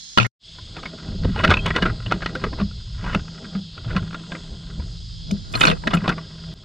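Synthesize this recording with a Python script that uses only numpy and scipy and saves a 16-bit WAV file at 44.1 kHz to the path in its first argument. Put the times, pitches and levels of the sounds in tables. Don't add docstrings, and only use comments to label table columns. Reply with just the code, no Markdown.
import sys
import numpy as np
from scipy import signal
from scipy.fft import rfft, irfft, next_fast_len
from scipy.io import wavfile
from scipy.ndimage import uniform_filter1d

SR = 44100
rng = np.random.default_rng(int(sys.argv[2]) if len(sys.argv) > 2 else 0)


def master_out(mix):
    frames = np.transpose(np.atleast_2d(mix))
    ceiling = np.clip(frames, -1, 1)
    pcm = np.round(ceiling * 32767).astype(np.int16)
    wavfile.write(sys.argv[1], SR, pcm)


def boost_factor(decibels):
    exponent = np.asarray(decibels, float) / 20
    return 10 ** exponent


N = 292824
SECOND_SHOT_S = .33

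# (pitch [Hz], width [Hz], level [dB])
RIM_MODES = [(753, 35, -15), (1050, 12, -12), (1307, 46, -8), (1430, 58, 3), (1602, 100, 5.5),
             (1940, 150, 6.5), (2160, 160, -2), (2548, 200, 6), (2905, 44, -1.5), (3432, 67, 0),
             (3660, 33, -7), (4210, 90, -5), (5040, 270, -18.5), (6260, 900, -36), (7610, 300, -24)]
# (pitch [Hz], width [Hz], level [dB])
PANEL_MODES = [(238.6, 28.4, 4), (323.7, 35, -3), (400, 33, -0.5), (458, 38, -7), (519.6, 55, -0.5),
               (638, 77, 6.5), (783, 27, -6.5), (916, 65, -10)]
# (time [s], peak [dB], ring [Hz], decay by 60 dB [s])
HULL_BLOWS = [(1.083, -27, 215, 0.2), (1.145, -24, 185, 0.08), (1.211, -25, 150, 0.04),
              (1.246, -19, 514, 0.034), (1.249, -9.5, 94.4, 0.046), (1.289, -15.5, 187, 0.1),
              (1.376, -25, 450, 0.04), (1.447, -32, 75, 0.23), (1.484, -10, 85.6, 0.15),
              (1.661, -19.5, 117.6, 0.28), (1.826, -17, 185, 0.15), (1.884, -20, 115, 0.19),
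              (2.066, -23, 113.5, 0.089), (2.136, -16, 188, 0.09), (2.294, -24, 176, 0.099),
              (2.356, -25, 517, 0.09), (2.441, -26, 199.3, 0.19), (2.465, -22, 430, 0.042),
              (2.611, -15.5, 202.3, 0.19), (3.025, -26.5, 179.8, 0.34), (3.155, -14, 195, 0.06),
              (3.456, -33, 198, 0.34), (3.551, -18.5, 193.7, 0.2), (3.861, -21.5, 118, 0.1),
              (3.956, -12.5, 184.6, 0.1), (4.018, -19.5, 106, 0.13), (4.327, -33.5, 189.5, 0.23),
              (4.51, -29, 66, 0.24), (4.788, -22, 73, 0.11), (5.318, -13, 198, 0.12),
              (5.548, -27, 118, 0.31), (5.628, -36, 210, 0.17), (5.678, -18, 625, 0.11),
              (5.698, -21, 222, 0.094), (5.722, -18, 480, 0.058), (5.867, -19.5, 219, 0.14),
              (5.946, -9, 176, 0.14), (6.025, -21, 185, 0.07), (6.085, -11, 180, 0.095)]
# (time [s], peak [dB], strongest ring [Hz], upper rings [dB])
RIM_TAPS = [(0.1746, 3.5, 1203, -4.5), (0.1835, 5.5, 1376, -3.5), (0.199, -4.5, 2580, 2),
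            (0.2285, -12, 2630, -2), (1.2467, -21, 965, -6.5), (1.3605, -16, 865, -13.5),
            (1.4395, -4, 1370, -10), (1.49, -15, 986, -24.5), (1.497, -14.5, 1430, -1),
            (1.5039, -6, 1430, -5), (1.5151, -7.5, 1292, -11), (1.523, -11, 1430, -9),
            (1.292, -35, 1420, -3), (1.39, -22, 2520, -4.5), (1.6769, -10, 1000, -30),
            (1.7047, -10, 1940, -39), (2.0616, -19, 2940, -20), (2.126, -19, 1310, -9),
            (2.6, -18, 1200, -6.5), (2.612, -21, 1170, -6), (3.112, -30, 1430, -10), (3.194, -29, 1550, -5),
            (3.5506, -24, 1250, -19), (3.953, -25, 1430, -7), (3.978, -19.5, 1050, -7),
            (3.994, -29, 1430, -9), (4.027, -29.5, 1390, -25), (4.128, -28.5, 1440, -1.5),
            (4.7983, -29, 970, -21), (5.3095, -29, 3020, 6), (5.5524, -11, 4210, -2),
            (5.6998, -12, 3070, 0.5), (5.599, -26, 3000, -0.5), (5.6145, -11, 2530, 0.5),
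            (5.68, -10, 1510, -0.5), (5.7131, -17.5, 2680, 2.5), (5.8365, -21, 970, -26),
            (5.97, -17, 2540, -9), (1.537, -12, 1450, -3), (6.0576, -15, 1150, -21.5),
            (6.0785, -6, 1280, -6.5), (5.941, -11, 1360, -13.5), (6.004, -27.5, 1930, -16),
            (6.099, -13, 1430, -8.5)]
# (time [s], peak [dB], strongest ring [Hz], upper rings [dB])
LINK_KNOCKS = [(0.5845, -32, 1030, -16), (0.7665, -27.5, 920, 0), (0.8307, -24.5, 1270, -3.5),
               (.856, -19, 2204, -8), (1.235, -29.5, 1500, -2), (1.3956, -14, 1050, -20),
               (1.4359, -11, 1370, -5), (1.4475, -5, 1920, -6), (1.4745, -15, 1520, -8.5),
               (1.5694, -11, 2640, -12), (1.7622, -7, 1430, -5.5), (1.7831, -13, 1055, -23),
               (1.896, -19, 1390, -40), (2.352, -16, 1550, -5.5), (2.4392, -7, 1247, -12),
               (2.4632, -24.5, 1300, -16), (2.5285, -22, 1020, -24), (3.062, -18, 1060, -22),
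               (3.1473, -11, 1430, -8), (3.4433, -29.5, 1370, -44), (3.777, -26, 1420, -7),
               (3.9639, -9.5, 1330, -6.5), (4.1442, -20, 1440, -7.5), (4.3181, -19, 1610, -3.5),
               (4.349, -19, 2110, -27), (5.608, -16, 1950, 5.5), (5.6355, -6, 1510, -1),
               (5.653, -13, 2500, 1.5), (5.8719, -8, 1910, -8), (6.179, -18, 1150, -30)]
# (time [s], peak [dB], strongest ring [Hz], upper rings [dB])
CHAIN_SLIDES = [(.2064, -11, 2680, 0), (.2445, -11, 2050, -12), (.215, -16.5, 1430, -5),
                (.256, -18.5, 1430, -9), (.7794, -29.5, 1240, -24), (1.5097, -2.5, 1313, -12),
                (2.29, -27, 1313, -15), (2.99, -36, 1430, -10), (3.076, -22, 1430, -19),
                (5.553, -19, 1300, -3), (6.041, -17, 1040, -18), (3.094, -22, 1400, -9),
                (6.12, -22, 2070, -6), (1.6576, -12.5, 1097, -0.5), (1.7494, -16, 1940, -19),
                (1.8219, -9, 1596, -4.5), (1.855, -8, 1430, -18.5), (1.8754, -21, 1430, -25.5),
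                (2.104, -25, 1430, -18), (2.2203, -19, 1580, -8.5), (2.584, -23, 980, -31),
                (3.0403, -22.5, 1070, -5), (3.1284, -21.5, 2100, -5), (3.9025, -21.5, 1464, -18),
                (5.628, -11, 3660, -3), (5.538, -17.5, 2490, -3.5), (5.669, -11, 4210, 3),
                (5.6845, -19, 3500, 1), (5.719, -25, 2600, -4), (5.906, -17.5, 1190, -3),
                (5.9348, -7, 1355, -6), (6.0894, -9, 1380, -7.5), (6.1124, -16, 1140, -26)]
# (time [s], peak [dB], strongest ring [Hz], upper rings [dB])
CLEAN_CLICKS = [(2.113, -13, 1430, -8), (2.1215, -7, 1390, -3), (2.2605, -13, 1940, -2),
                (2.139, -28, 2950, -20), (2.249, -29, 3050, -20), (1.447, -6, 1410, -4),
                (1.5405, -8, 2560, -2), (1.477, -15, 2680, -2), (5.611, -7, 2070, 0), (5.6135, -7, 3050, 0),
                (5.652, -7, 2530, 0), (5.6385, -9, 1530, -6), (5.672, -10, 4200, -3),
                (5.9345, -10, 1200, -6), (6.095, -9, 1550, -6), (5.875, -10, 1640, -3),
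                (3.1475, -14, 2700, -2), (6.08, -13, 760, -8)]


def curve(table):
    s, *columns = np.transpose(table)
    return [np.interp(np.arange(N) / SR, s, c) for c in columns]


def colour(x, points):
    hz, db = np.transpose(points)
    size = next_fast_len(len(x))
    log_f = np.log(np.arange(size // 2 + 1) * SR / size + 1)
    gain = boost_factor(np.interp(log_f, np.log(hz), db))
    return irfft(rfft(x, size) * gain, size)[:len(x)]


def unit(x):
    return x / np.sqrt(np.mean(x ** 2))


def peak(x, db):
    return x * boost_factor(db) / np.abs(x).max()


def walk(rate):
    k = int(SR / rate)
    held = np.repeat(rng.standard_normal(N // k + 1), k)
    return uniform_filter1d(held, k)[:N]


def ring(hz, width_hz, db, size):
    t = np.arange(size)[:, None] / SR
    modes = boost_factor(db) * np.exp(-np.pi * width_hz * t) * np.sin(2 * np.pi * hz * t)
    return modes.sum(axis=1)


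def resonate(x, response):
    return signal.fftconvolve(x, response)[:N]


def add(out, s, x):
    i = int(s * SR)
    out[i:i + len(x)] += x[:N - i]


def wake(events, rise_db_s, fall_db_s):
    s, db = np.transpose(events)[:2]
    blows = np.bincount((s * SR).astype(int), boost_factor(2 * db), N)

    def fade(x, db_s):
        return signal.lfilter([1], [1, -boost_factor(-2 * db_s / SR)], x)

    after = fade(blows, fall_db_s)
    before = fade(blows[::-1], rise_db_s)[::-1]
    return np.sqrt(after + before - blows)


def links(scatter_db=3.5, damp_hz=40, lumps=0.47, upper_ms=14, best_width_hz=55, soft_hz=5200,
          body_db=-14, tail_db=-17, tail_ms=18, lead_ms=1.6, wander=.008):
    # (time [s], peak [dB])
    brushes = [
        (2.002, -30),
        (2.711, -36.5),
        (3.281, -31.5),
        (3.378, -36),
        (3.846, -32.5),
        (3.93, -29),
        (4.108, -29.5),
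    ]
    brush_taps = [(*row, 1430, -4) for row in brushes]
    kinds = [(RIM_TAPS + brush_taps, 7.4, .9, 6),
             (LINK_KNOCKS, 10.4, 1.13, 4.4),
             (CHAIN_SLIDES, 16, 2.3, -3),
             (CLEAN_CLICKS, 3, .9, -6)]
    out, size = np.zeros(N), 2048
    hz, width, db = np.transpose(RIM_MODES)
    low = hz < 2300
    t_ms = np.arange(size) * 1000 / SR
    for rows, long_ms, rise_ms, lead_db in kinds:
        lead = boost_factor(lead_db) * np.exp(-t_ms / lead_ms)
        main = np.exp(-(t_ms / long_ms) ** 2)
        tail = boost_factor(tail_db) * np.exp(-t_ms / tail_ms)
        shape = (1 - np.exp(-t_ms / rise_ms)) * (lead + main + tail)
        for s, top_db, best_hz, upper_db in rows:
            spot = rng.standard_normal((2, len(hz)))
            grit, gap = rng.standard_normal((2, size))
            burst = grit * np.exp(lumps * gap) * shape
            f, g = hz * (1 + wander * spot[0]), db + scatter_db * spot[1]
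            w = width + damp_hz * f / 1500
            lower = signal.fftconvolve(burst, ring(f[low], w[low], g[low], size))
            short_burst = burst * np.exp(-t_ms / upper_ms)
            upper = signal.fftconvolve(short_burst, ring(f[~low], w[~low], g[~low], size))
            best_width = best_width_hz + damp_hz * best_hz / 1500
            best = signal.fftconvolve(burst, ring(best_hz, best_width, 0, size))
            damped_panels = np.transpose(PANEL_MODES) + [[0], [30], [0]]
            body = signal.fftconvolve(burst, ring(*damped_panels, size))
            thin_db = 4 * (best_hz > 2300)
            touch = peak(lower, -8.5 - thin_db) + peak(best, -9.5 + thin_db) + peak(upper, upper_db - 2)
            touch = touch + peak(body, body_db + 10 * np.log10(long_ms / 10) - thin_db)
            add(out, s - .0004, boost_factor(top_db) * touch)
    return signal.sosfilt(signal.butter(3, soft_hz, fs=SR, output="sos"), out)


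def ticks(long_ms=0.77):
    # (time [s], peak [dB])
    cracks = [(0.176, -33), (0.184, -40), (0.2287, -37), (0.2671, -31), (1.448, -35.5), (1.505, -37),
              (1.6625, -40.5), (1.825, -47.5), (2.3525, -50), (3.1478, -42.5), (5.3122, -34), (5.5258, -44),
              (5.608, -29), (5.6527, -28), (5.8735, -42), (5.939, -33.5), (6.092, -35.5)]
    bright = [(3000, -32.5), (5000, 7.5), (8000, -1.0), (11000, -12.0), (16000, -35.5)]
    out, t_ms = np.zeros(N), np.arange(1024) * 1000 / SR
    shape = t_ms * np.exp(-t_ms / long_ms) + 0.13 * np.exp(-t_ms / 6)
    for s, top_db in cracks:
        crack = rng.standard_normal(len(t_ms)) * shape
        add(out, s, peak(colour(crack, bright), top_db + 10))
    return out


def thuds(scatter_db=4, push_ms=2.38, panel_db=8):
    # (pitch [Hz], width [Hz], level [dB])
    low_panels = [(118, 25, -17), (150, 21, -8.5), (202, 2.4, -4.5)]
    # (time [s], peak [dB], ring [Hz], decay by 60 dB [s])
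    seat_drop = [
        (0.181, -15, 187.3, 0.097),
        (0.194, -8, 118, 0.55),
    ]
    out, size = np.zeros(N), 8192
    hz, width, db = np.transpose(low_panels + PANEL_MODES) - [[0], [0], [panel_db]]
    push = np.hanning(int(push_ms * SR / 1000))
    swell = 1 - np.exp(-np.arange(size) / (0.005 * SR))
    for s, top_db, best_hz, t60 in seat_drop + HULL_BLOWS:
        spot = rng.standard_normal((2, len(hz)))
        own_width = np.log(1000) / np.pi / np.clip(t60, .02, 1)
        all_hz = np.append(hz * (1 + 0.016 * spot[0]), best_hz)
        all_width = np.append(width + own_width, own_width)
        all_db = np.append(db + scatter_db * spot[1], 0)
        body = ring(all_hz, all_width, all_db, size)
        add(out, s, peak(signal.fftconvolve(push, body * swell), top_db))
    return out


def rattle(pull):
    # (end time [s], level [dB])
    scrapes = [
        (1.355, -52),
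        (1.432, -33.5),
        (2.435, -50),
        (3.035, -46.5),
        (3.12, -40),
        (3.955, -40),
        (6.05, -45),
    ]
    gain = pull * boost_factor(-6.5) + wake(scrapes, 180, 500) + wake(CHAIN_SLIDES, 1600, 540) * boost_factor(-27)
    gain = gain + wake(LINK_KNOCKS + RIM_TAPS + CLEAN_CLICKS, 3000, 500) * boost_factor(-26.5)
    chatter = rng.standard_normal(N) * boost_factor(5.5 * walk(200) + 2 * walk(40))
    rim = resonate(chatter, ring(*np.transpose(RIM_MODES), 2048))
    return gain * unit(colour(rim, [(700, -23.0), (950, 9.5), (5000, 0.5), (9000, 1.5), (14000, -34.5)]))


def drag(pull):
    gain = pull * boost_factor(-3.5) + wake(CHAIN_SLIDES + LINK_KNOCKS, 700, 280) * boost_factor(-26.5)
    gain = gain + wake(HULL_BLOWS, 590, 420) * boost_factor(-27.0)
    slips = rng.standard_normal(N) * boost_factor(3.5 * walk(90) + 1.5 * walk(25))
    panels = resonate(slips, ring(*np.transpose(PANEL_MODES), 4096))
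    return gain * unit(colour(panels, [(200, -17.5), (280, 2.0), (900, -7.5), (1500, -23.0)]))


def hum(shift, pull):
    gain = shift * boost_factor(-20.5) + wake(HULL_BLOWS, 250, 140) * boost_factor(-18) + pull * boost_factor(3)
    free_panels = ring(np.array([164, 192]), np.array([9, 14]), np.array([0, -5]), 8192)
    return gain * unit(resonate(rng.standard_normal(N), free_panels))


def rumble(shift):
    # (frequency [Hz], level per Hz [dB])
    mount_spectrum = [(12, -49.5), (25, 3), (45, 3.5), (80, 0), (120, 0.5), (150, -14), (250, -52.5),
                      (600, -130)]
    gain = shift * boost_factor(-2.5) + wake(HULL_BLOWS, 300, 150) * boost_factor(-28.5)
    return unit(colour(rng.standard_normal(N), mount_spectrum)) * gain * boost_factor(0.95 * walk(20))


def hands():
    # (time [s], level [dB])
    weight_moves = [(.45, -57), (.64, -37.5), (1.0, -53), (1.09, -28.5), (1.49, -23.5), (1.96, -31),
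                    (2.39, -37.5), (2.63, -27.5), (2.78, -35), (3.16, -25), (3.28, -45.5), (3.71, -45),
                    (3.97, -26), (4.15, -47.5), (4.79, -32), (6.1, -37.5), (6.27, -41), (6.5, -34.5)]
    # (time [s], level [dB])
    chain_pull = [(.45, -62.5), (1.1, -43), (1.19, -57), (1.4, -46), (1.9, -44.5), (1.97, -49.5),
                  (2.6, -47.5), (2.7, -59), (2.95, -60), (3.45, -45), (3.66, -59), (4.14, -47), (4.85, -51),
                  (5.05, -61), (5.42, -55.5), (5.72, -34), (5.8, -52), (6.45, -48)]
    shift, pull = boost_factor(curve(weight_moves)[0]), boost_factor(curve(chain_pull)[0])
    return rumble(shift) + hum(shift, pull) + drag(pull) + rattle(pull)


def swing():
    # (time [s], level [dB])
    tinkle_level = [
        (5.45, -91),
        (5.53, -51),
        (5.62, -42),
        (5.71, -47),
        (5.75, -84.5),
        (5.92, -84.5),
        (5.95, -39.5),
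        (5.98, -80.5),
    ]
    touch = rng.standard_normal(N) * boost_factor(4.7 * walk(120))
    hz = 6800 * 1.035 ** (np.arange(20) + rng.uniform(-.5, .5, 20))
    tinkle = colour(resonate(touch, ring(hz, 85, -hz / 350, 1024)), [(5500, -33), (7000, -1.0)])
    out = unit(tinkle) * np.maximum(boost_factor(curve(tinkle_level)[0]) - boost_factor(-80), 0)
    ping_s, ping_hz, width_hz, ping_db = 1.59, 2560, 56, -24
    soft_start = np.minimum(np.arange(2048) / 150, 1)
    ping = signal.fftconvolve(np.hanning(9), ring(ping_hz, width_hz, 0, 2048) * soft_start)
    add(out, ping_s, peak(ping, ping_db))
    return out


def drone(hz=165):
    # (time [s], level [dB])
    drone_level = [
        (.45, -60),
        (2.0, -51),
        (4.2, -40),
        (5.1, -49.5),
        (6.25, -51),
        (6.5, -31),
        (6.55, -53),
    ]
    phase = 2 * np.pi * np.cumsum(hz * (1 + 0.013 * walk(13))) / SR
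    return np.sin(phase) * boost_factor(curve(drone_level)[0] + 1 + 0.58 * walk(14))


def insects(spectrum, flicker_db=0.8, swell_db=2.0):
    out = 0
    for hz in 700 * 1.25 ** np.arange(13):
        choir = colour(rng.standard_normal(N), [(hz / 1.5, -30), (hz, 0), (hz * 1.5, -30)])
        out = out + choir * boost_factor(flicker_db * walk(70) + swell_db * walk(3.325))
    low = colour(rng.standard_normal(N), [(500, -3), (700, -30)])
    return unit(colour(out + low, spectrum))


def bank():
    # (frequency [Hz], level per Hz [dB])
    first_spectrum = [(24, -53.5), (40, 0), (80, -18), (160, -12), (400, -29), (1050, -31), (2310, -22.5),
                      (2610, -27), (3310, -12.5), (4100, -8), (6930, -13), (8590, -30.5), (10400, -31.5),
                      (12000, -82), (15600, -102), (22000, -120)]
    # (frequency [Hz], level per Hz [dB])
    later_spectrum = [(500, -51), (800, -30.5), (2500, -20), (3150, -5), (3600, -3.5), (4200, -7),
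                      (4900, -1), (5400, -14), (6000, -19), (7000, -18), (8100, -23.5), (8500, -34),
                      (10800, -44.5), (12000, -78.5)]
    t = np.arange(N) / SR
    first = insects(first_spectrum) * boost_factor(-38)
    later = insects(later_spectrum) * boost_factor(-47 + 0.27 * t)
    return np.where(t > SECOND_SHOT_S, later, first)


def bird():
    # (time [s], pitch [Hz], level [dB])
    whistle = [
        (1.575, 3050, -70),
        (1.59, 3150, -38),
        (1.66, 3310, -41),
        (1.74, 3400, -46),
        (1.8, 3420, -50),
        (1.82, 3420, -75),
    ]
    hz, db = curve(whistle)
    return boost_factor(db) * (db > -69) * np.sin(2 * np.pi * np.cumsum(hz) / SR)


def port():
    late = np.arange(N) / SR > SECOND_SHOT_S
    return links() + ticks() + thuds() + late * hands() + swing() + bank() + bird()


def shots():
    first_ends_s, fade_from_s, third_from_s = 0.2676, 0.39, 6.54
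    fade_s, splice_s = 0.064, 0.014
    t = np.arange(N) / SR
    tail_db = -11 - 1597 * np.clip(t - first_ends_s, 0, 1)
    first = boost_factor(-5.5 + (t > first_ends_s) * tail_db)
    fade_in = 1 - np.exp(-(np.maximum(t - fade_from_s, 0) / fade_s) ** 2)
    second = boost_factor(3 - 0.4932 * t) * fade_in
    third = boost_factor(-6) * (1 - np.exp(-np.abs(t - third_from_s) / splice_s))
    return first + np.where(t < third_from_s, second, third) + boost_factor(-80)


def scene():
    # (frequency [Hz], level [dB])
    first_ports = [(60, 1), (200, 0), (500, 3), (1200, 6), (2000, -3), (3500, -6), (7000, 3), (12000, 3)]
    # (frequency [Hz], level [dB])
    second_ports = [(60, -2), (110, 3), (200, -11), (380, -4), (700, 3), (1290, 6), (2380, -11),
                    (4400, -10.5), (8120, 2), (15000, -4)]
    # (frequency [Hz], level [dB])
    right_lean = [(100, -3), (300, -20), (1200, -20), (1700, -4), (3500, -5), (6000, -14)]
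    # (time [s], level [dB])
    port_width = [
        (.32, -56.5),
        (4.6, -49.5),
        (5.0, -10.5),
        (5.35, -3),
        (5.72, 3.5),
        (6.4, -32.5),
    ]
    mid, other = port() + drone(), port()
    trace = colour(other, [(3000, -58.0), (5000, -42.0), (7000, -25.5)])
    lean = colour(mid, right_lean)
    first = colour(other, first_ports) - lean
    second = (colour(other, second_ports) - lean * boost_factor(-15)) * boost_factor(curve(port_width)[0]) + trace
    side = np.where(np.arange(N) / SR < SECOND_SHOT_S, first, second)
    return np.array([mid + side, mid - side])


def top_cut(x):
    return signal.sosfilt(signal.butter(12, 15900, fs=SR, output="sos"), x)


def record(dry):
    cut, top = dry * shots(), .9
    soft = np.tanh((np.abs(cut) / top) ** 3) ** (1 / 3) * top * np.sign(cut)
    return top_cut(soft)


dry = scene()
out = record(dry)
master_out(out)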